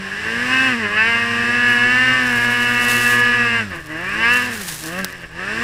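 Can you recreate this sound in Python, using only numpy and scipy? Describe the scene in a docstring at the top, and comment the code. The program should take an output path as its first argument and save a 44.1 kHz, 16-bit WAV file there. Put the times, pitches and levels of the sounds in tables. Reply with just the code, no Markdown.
"""A two-stroke snowmobile ploughs through deep powder, heard close up from a microphone on the rider.
The engine is blipped, held at full revs, then blipped again: its firing pulses howl in the tuned pipe,
the intake rasps and the clutch drones below. Air buffets the microphone; thrown snow patters on its
housing, and a few hard lumps click against it, one much louder than the rest."""
import sys
import numpy as np
from scipy import signal
from scipy.fft import rfft, irfft, next_fast_len
from scipy.io import wavfile
from scipy.ndimage import map_coordinates

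SR = 44100
rng = np.random.default_rng(int(sys.argv[2]) if len(sys.argv) > 2 else 0)


def pcm_store(signal):
    """Save signal as 16-bit PCM."""
    levels = np.round(np.clip(np.atleast_2d(signal), -1, 1) * 32767)
    wavfile.write(sys.argv[1], SR, levels.astype(np.int16).T)


N = 248283
T = np.arange(N) / SR

# engine surges (the throttle opening, or the howl jumping as the engine comes on the pipe): start/s,
# rise/s, hold/s, fall/s, howl and pipe level/dB as at full revs, delay/ms of the reflection off the sled
SURGES = [(0.0, 0.028, 0.18, 0.041, -40, -51, 1.9), (0.234, .04, 0.19, .03, -28.5, -26, 0.55),
          (.47, 0.062, 0.14, 0.089, -17.5, -23, 1.13), (.79, 0.057, 0.13, 0.023, -21, -42, 2.02),
          (.955, .04, 2.605, .025, -18.5, -17, 1.36), (3.7, 0.044, .012, 0.032, -24, -33, 1.8),
          (3.84, 0.095, .25, 0.041, -22.5, -37, 3.515), (4.18, 0.058, .105, 0.081, -16, -16, 3.4),
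          (4.8, 0.11, 0.096, 0.024, -29, -37, 1.6), (5.34, 0.092, .2, 0.041, -28.5, -32, 1.62)]
# shifts as the sled rears and sinks in the long pull: t/s, howl level/dB, pipe level/dB, delay/ms
REARING = [(1.02, 4, 0.5, -0.19), (1.3, -4.5, -10.5, 0.35), (1.68, -1, 3, 0.02), (2.13, 0, -1.5, 0.018),
           (2.25, -5.5, -4.5, 0), (2.42, -3.5, 0, -0.057), (2.86, .5, -7, 0.086), (3.03, 0, -2, 0.11),
           (3.2, -1.5, 2, .38), (3.58, 0, -3.5, 0.061)]
# firing rate of the engine: t/s, f/Hz
FIRING_RATE = [(0.0, 192), (0.11, 196.1), (0.53, 260), (0.66, 263.4), (0.7, 254.8), (0.86, 205.8),
               (0.89, 204.2), (1.1, 231.9), (1.43, 236.3), (1.61, 243.3), (1.79, 240.7), (2.02, 255),
               (2.16, 257.7), (2.38, 238.2), (2.52, 242.7), (3.37, 242.5), (3.59, 230.5), (3.73, 176.0),
               (3.86, 151.1), (3.95, 156.2), (4.2, 223), (4.33, 245.9), (4.48, 247.6), (4.53, 230.8),
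               (4.69, 164), (4.78, 151.5), (4.88, 160.9), (4.99, 190.5), (5.05, 191.2), (5.3, 157.8),
               (5.33, 161.3), (5.49, 206.1), (5.63, 242)]
# strength of the firing fundamental: t/s, relative level/dB
FUNDAMENTAL_LEVEL = [(0.0, -31), (0.22, -45), (0.36, -29.5), (0.77, -23.5), (0.92, -37), (1.36, -27.5),
                     (3.61, -31), (3.78, -43), (4.45, -29.5), (4.81, -42.5), (5.03, -27.5), (5.1, -49),
                     (5.54, -35), (5.63, -27)]
# colour of the exhaust overtones at full load: f/Hz, level/dB
EXHAUST_COLOUR = [(480, -17), (720, -24.5), (950, -16), (1200, -9.5), (1400, -17.5), (1600, -1),
                  (2150, -8.5), (2400, -14.5), (2700, -3), (2950, -10.5), (3250, -33), (5300, -28),
                  (6000, -41)]
# intake and exhaust turbulence: f/Hz, level/dB
RASP_SPECTRUM = [(300, -16), (850, -23), (1130, -5), (1380, -17), (1600, 1), (1750, 3.5), (2050, -6.5),
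                 (2400, -6.5), (2750, -1), (3050, -10), (3400, -30)]
# resonance of the intake: f/Hz, level/dB
AIRBOX_SPECTRUM = [(1000, -19.5), (1400, -19), (1600, -0.5), (1780, -1), (2050, -21.5), (2400, -22.5)]
# high hiss of the gas: f/Hz, level/dB
HISS_SPECTRUM = [(2500, -2), (3300, 3), (4500, -0.5), (5300, 4), (6700, -10), (7500, -2.5), (10000, -11.5),
                 (15000, -24.5)]
# the track digging into the snow: f/Hz, level/dB
CHURN_SPECTRUM = [(70, -14), (120, -5), (600, -4.5), (1500, -7.5)]
# resonances of the muffler: f/Hz, level/dB
MUFFLER_COLOUR = [(250, -1), (315, 3.5), (375, -15), (470, -6), (580, -3), (720, -3), (900, -11)]
# air on the microphone: t/s, level/dB
WIND_LEVEL = [(0, -60), (2.2, -45), (3.1, -46), (5.6, -49)]
# snow plumes reaching the housing: start/s, rise/s, hold/s, fall/s, relative level/dB
SNOW_PLUMES = [(1.6, .14, 0.0099, 0.055, -47), (2.15, .2, .82, .14, -46), (2.78, .2, .16, .02, -37),
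               (3.601, 0.13, .5, 0.098, -57), (4.281, .07, 0.073, 0.053, -40),
               (4.48, .11, .21, 0.15, -38.5)]
# powder striking the housing: f/Hz, level/dB
POWDER_SPECTRUM = [(500, 1), (3500, 4.5), (10000, 4), (15500, -3.5)]
# hard bits of snow striking the housing: t/s, relative peak level/dB
SNOW_LUMPS = [(3.8615, -31), (4.6834, -18), (4.8386, -15), (4.991, -19), (5.126, -25.5), (5.0456, -5)]

COAST_HOWL_DB = -41.5  # overtones left with the throttle shut
HOWL_DB_PER_OCTAVE, PIPE_DB_PER_OCTAVE = 11, 11.5  # both grow with the revs
RASP_DB, RASP_DB_PER_OCTAVE, RASP_SHUT_DB = -21.5, 17.5, -5  # base for gas noise and burble together
AIRBOX_DB, AIRBOX_DB_PER_OCTAVE, AIRBOX_SHUT_DB = -28, 10, -9.5  # SHUT: change off the throttle
MISFIRE_JITTER, MISFIRE_DB = .035, 2
CHUG_DB, CHUG_OCTAVES = -38, 0.67  # strongest this far below full revs
CRANK_DB, CRANK_DB_PER_OCTAVE = -44, 12.5
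CRUISE_HZ, CLUTCH_HZ = 243.5, 117.3  # steady firing rate, and the clutch's turning rate at that speed
BELT_LAG_S, SHIFT_LAG_S, SHIFT_POWER = 0.031, .4, 1.08  # the belt follows fast, the ratio shifts slowly
DRONE_DB, DRONE_DB_PER_OCTAVE, DRONE_SLACK_DB, DRONE_BUILD_S = -33.5, 7, -10, 0.79
TOP_HZ = 15600


def amp(db):
    """Decibels as amplitude."""
    return 10 ** (np.asarray(db) / 20)


def unit(x):
    """x at rms 1."""
    return x / np.sqrt(np.mean(x ** 2) + 1e-20)


def along(points, hz):
    """A spectrum's level at hz, on a log frequency axis."""
    freqs, levels = np.transpose(points)
    return np.interp(np.log(hz + 1), np.log(freqs), levels)


def curves(rows):
    """One value per sample for each column after the time."""
    times, *columns = np.transpose(rows)
    return [np.interp(T, times, column) for column in columns]


def wobble(rate):
    """A smooth random curve, rate knots a second."""
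    coarse = T[::16]
    knots = rng.standard_normal(int(T[-1] * rate) + 4)
    return np.interp(T, coarse, map_coordinates(knots, [coarse * rate]))


def swell(start_s, rise_s, hold_s, fall_s):
    """An envelope from 0 to 1: straight rise, hold, exponential fall."""
    t = T - start_s
    return np.clip(t / rise_s, 0, 1) * np.exp(-np.maximum(t - rise_s - hold_s, 0) / fall_s)


def lagged(x, lag_s):
    """x followed with inertia."""
    keep = np.exp(-1 / (SR * lag_s))
    return x[0] + signal.lfilter([1 - keep], [1, -keep], x - x[0])


def filtered(x, response):
    """x times a response of frequency."""
    size = next_fast_len(N + SR // 2)
    return irfft(rfft(x, size) * response(np.fft.rfftfreq(size, 1 / SR)), size)[:N]


def coloured(x, spectrum):
    """x through a spectrum that falls away above its last point, at rms 1."""
    edge_hz = spectrum[-1][0]
    return unit(filtered(x, lambda hz: amp(along(spectrum, hz)) / np.maximum(hz / edge_hz, 1) ** 2))


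def turning(hz):
    """Phase in radians of something that repeats hz times a second."""
    return 2 * np.pi * np.cumsum(hz) / SR


def tone(phase):
    """A sine of rms 1."""
    return np.sqrt(2) * np.sin(phase)


def engine_surges(blend_s=0.091):
    """The engine surges: throttle opening (0-1), howl level/dB, pipe level/dB, reflection delay/ms."""
    rows = np.array(SURGES)
    surges = np.array([swell(*timing) for timing in rows[:, :4]])
    opening = np.minimum(surges.sum(axis=0), 1)
    starts, rise_s, hold_s, _, howl_db, pipe_db, delay_ms = rows.T
    ends = starts + rise_s + hold_s
    howl = amp(COAST_HOWL_DB) + amp(howl_db) @ surges
    pipe = amp(COAST_HOWL_DB - 5) + amp(pipe_db) @ surges
    delay = np.interp(T, np.sort(np.r_[starts, ends]), np.repeat(delay_ms, 2))
    start_s, end_s = REARING[0][0], REARING[-1][0]
    long_pull = np.interp(T, [start_s - blend_s, start_s, end_s, end_s + blend_s], [0, 1, 1, 0])
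    howl_shift, pipe_shift, delay_shift = long_pull * curves(REARING)
    return (opening, 20 * np.log10(howl) + howl_shift,
            20 * np.log10(pipe) + pipe_shift, delay + delay_shift)


def exhaust(firing_hz, phase, howl_db, pipe_db, delay_ms, pipe_order=7, top_order=23):
    """Firing harmonics: a moving reflection lifts some and dips others; the tuned pipe locks on to one."""
    howl, power = np.zeros(N), np.zeros(N)
    slack_db = howl_db - howl_db.max()  # how far the engine is from full load
    looseness = 1 - 0.58 * amp(slack_db)  # at full load the harmonics line up into sharper pulses
    for k in np.arange(2, top_order + 1):
        if k == pipe_order:
            continue
        hz = k * firing_hz
        dulling_db = 0.37 * slack_db * np.log2(k / pipe_order)  # less load, duller pulses
        reflection = 0.39 * np.exp(-2j * np.pi * hz * delay_ms / 1000)
        path = amp(along(EXHAUST_COLOUR, hz) + dulling_db) * (1 + reflection)
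        drift = np.pi * looseness * wobble(2)
        howl += np.abs(path) * amp(1.74 * wobble(45)) * tone(k * phase + np.angle(path) + drift)
        power += np.abs(path) ** 2
    pipe = amp(pipe_db + wobble(50)) * tone(pipe_order * phase)
    fundamental_db, = curves(FUNDAMENTAL_LEVEL)
    return amp(fundamental_db - 1) * tone(phase) + amp(howl_db) * howl / np.sqrt(power) + pipe


def blowdown(phase, spectrum, depth):
    """Gas noise that surges once per firing."""
    return coloured(rng.standard_normal(N) * np.exp(depth * np.cos(phase)), spectrum)


def burble(firing_hz, phase, top_order=12):
    """The two cylinders fire unequally, putting unsteady lines halfway between the harmonics."""
    lines = np.zeros(N)
    for k in np.arange(1, top_order + 1) + .5:
        db = along(RASP_SPECTRUM, k * firing_hz) - 3.85 * np.log2(k)  # darker than the rasp
        lines += amp(db + 5.7 * wobble(14)) * tone(k * phase + .5 * wobble(25))
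    return unit(lines)


def churn(revs, shut):
    """Under the rider, the track digs harder into the snow as the revs rise."""
    db = -44 + 3.7 * revs - 1.5 * shut + 0.47 * wobble(6.4)
    return amp(db) * coloured(rng.standard_normal(N), CHURN_SPECTRUM)


def crankshaft(phase, revs):
    """The crankshaft shakes once a turn, which is once to two firings."""
    return amp(CRANK_DB + CRANK_DB_PER_OCTAVE * revs + 2 * wobble(12)) * tone(phase / 2)


def chug(phase, revs, top_order=4):
    """Below the tuned pipe's range the lowest overtones sweep through the muffler's resonances."""
    firing_hz = np.gradient(phase) * SR / (2 * np.pi)
    off_pipe = np.minimum(-revs / CHUG_OCTAVES, 1)
    lines = np.zeros(N)
    for k in np.arange(2, top_order + 1):
        db = along(MUFFLER_COLOUR, k * firing_hz) + 3.5 * wobble(9)
        lines += amp(db) * tone(k * phase + 0.46 * wobble(12))
    return amp(CHUG_DB) * off_pipe * unit(lines)


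def engine(firing_hz, opening, howl_db, pipe_db, delay_ms):
    """The two-stroke at close range, tied to one unsteady crankshaft, and the track that it drives."""
    revs = np.log2(firing_hz / firing_hz.max())  # octaves from full revs, 0 or less
    shut = (1 - opening) ** 2
    # at low revs and off the throttle the cylinders fire unevenly
    jitter = .0008 - 0.013 * revs + MISFIRE_JITTER * shut
    phase = turning(firing_hz * (1 + jitter * wobble(110)))
    sputter = amp((MISFIRE_DB * shut - 1.98 * revs) * wobble(45))
    tones = exhaust(firing_hz, phase, howl_db + HOWL_DB_PER_OCTAVE * revs,
                    pipe_db + PIPE_DB_PER_OCTAVE * revs, delay_ms)
    rasp_db = RASP_DB + RASP_DB_PER_OCTAVE * revs + RASP_SHUT_DB * shut
    rasp = amp(rasp_db - 2) * blowdown(phase, RASP_SPECTRUM, depth=0.11)
    rasp += amp(rasp_db - 6.5 - 4.9 * revs) * burble(firing_hz, phase)
    intake_db = AIRBOX_DB + AIRBOX_DB_PER_OCTAVE * revs + AIRBOX_SHUT_DB * shut
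    intake = amp(intake_db) * blowdown(phase, AIRBOX_SPECTRUM, depth=0.56)
    hiss = amp(0.68 * rasp_db + 8.7 * revs - 17) * blowdown(phase, HISS_SPECTRUM, depth=0.059)
    rumble = churn(revs, shut) + crankshaft(phase, revs)
    return sputter * (tones + rasp + intake + opening * chug(phase, revs)) + hiss + rumble


def clutch(firing_hz, opening, corner_hz=86):
    """The driven clutch lags the engine and drones once and twice a turn, beating against it."""
    revs = np.log2(firing_hz / CRUISE_HZ)
    speed = lagged(revs, BELT_LAG_S) + SHIFT_POWER * lagged(revs, SHIFT_LAG_S)  # octaves from cruising
    hz = CLUTCH_HZ * 2 ** speed
    strain = lagged(opening * np.minimum(2 ** speed, 1) ** 2, DRONE_BUILD_S)  # builds under lasting load
    db = DRONE_DB + DRONE_DB_PER_OCTAVE * speed + DRONE_SLACK_DB * (1 - strain) - 3 * (1 - opening)
    phase = turning(hz * (1 + 0.0052 * wobble(25.26)))
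    radiated = np.minimum(hz / corner_hz, 1) ** 4  # the panels radiate no deep bass
    return amp(db) * (radiated * amp(1.4 * wobble(16)) * tone(phase) + amp(-0.6) * tone(2 * phase))


def wind(corner_hz=90):
    """Low buffeting right on the microphone, strongest as the sled rears up."""
    db, = curves(WIND_LEVEL)
    gusts = amp(db + 1.7 * wobble(15))
    return gusts * unit(filtered(rng.standard_normal(N), lambda hz: 1 / (1 + (hz / corner_hz) ** 2)))


def spray(grains_per_s=5000, thinnest=0.043):
    """Snow grains of very unequal size hit the housing: a thick cloud hisses, a thin one crackles."""
    cloud = sum(amp(db) * swell(*timing) for *timing, db in SNOW_PLUMES)
    density = np.maximum((cloud / cloud.max()) ** .8, thinnest)
    grains = (rng.random(N) < density * grains_per_s / SR) * rng.choice([-1, 1], N)
    size = amp(3.2 * np.minimum(rng.exponential(size=N), 3.8))
    patter = coloured(grains * size / np.sqrt(density), POWDER_SPECTRUM)
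    return cloud * amp(8 + 2.04 * wobble(45)) * patter


def lumps():
    """Hard bits of snow snap on the plastic beside the microphone, which rings for a few cycles."""
    out, t = np.zeros(N + SR), np.arange(SR // 50) / SR
    for start_s, db in SNOW_LUMPS:
        snap = np.sin(2 * np.pi * 5400 * t) * amp(-60 * t / .0016)
        snap += 0.64 * np.sin(2 * np.pi * 9500 * t) * amp(-60 * t / 0.00083)
        snap += 0.17 * rng.standard_normal(len(t)) * amp(-60 * t / 0.023)
        out[round(start_s * SR):][:len(t)] += amp(db + 4.5) * snap / np.abs(snap).max()
    return out[:N]


def scene():
    """Sled, wind and snow from the rider's seat, in mono."""
    firing_hz, = curves(FIRING_RATE)
    opening, howl_db, pipe_db, delay_ms = engine_surges()
    sled = engine(firing_hz, opening, howl_db, pipe_db, delay_ms) + clutch(firing_hz, opening)
    return (sled + wind() + spray() + lumps())[None]


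def record(dry):
    """The microphone on the rider passes nothing above its band limit."""
    return filtered(dry[0], lambda hz: hz < TOP_HZ)[None]


dry = scene()
out = record(dry)
pcm_store(out)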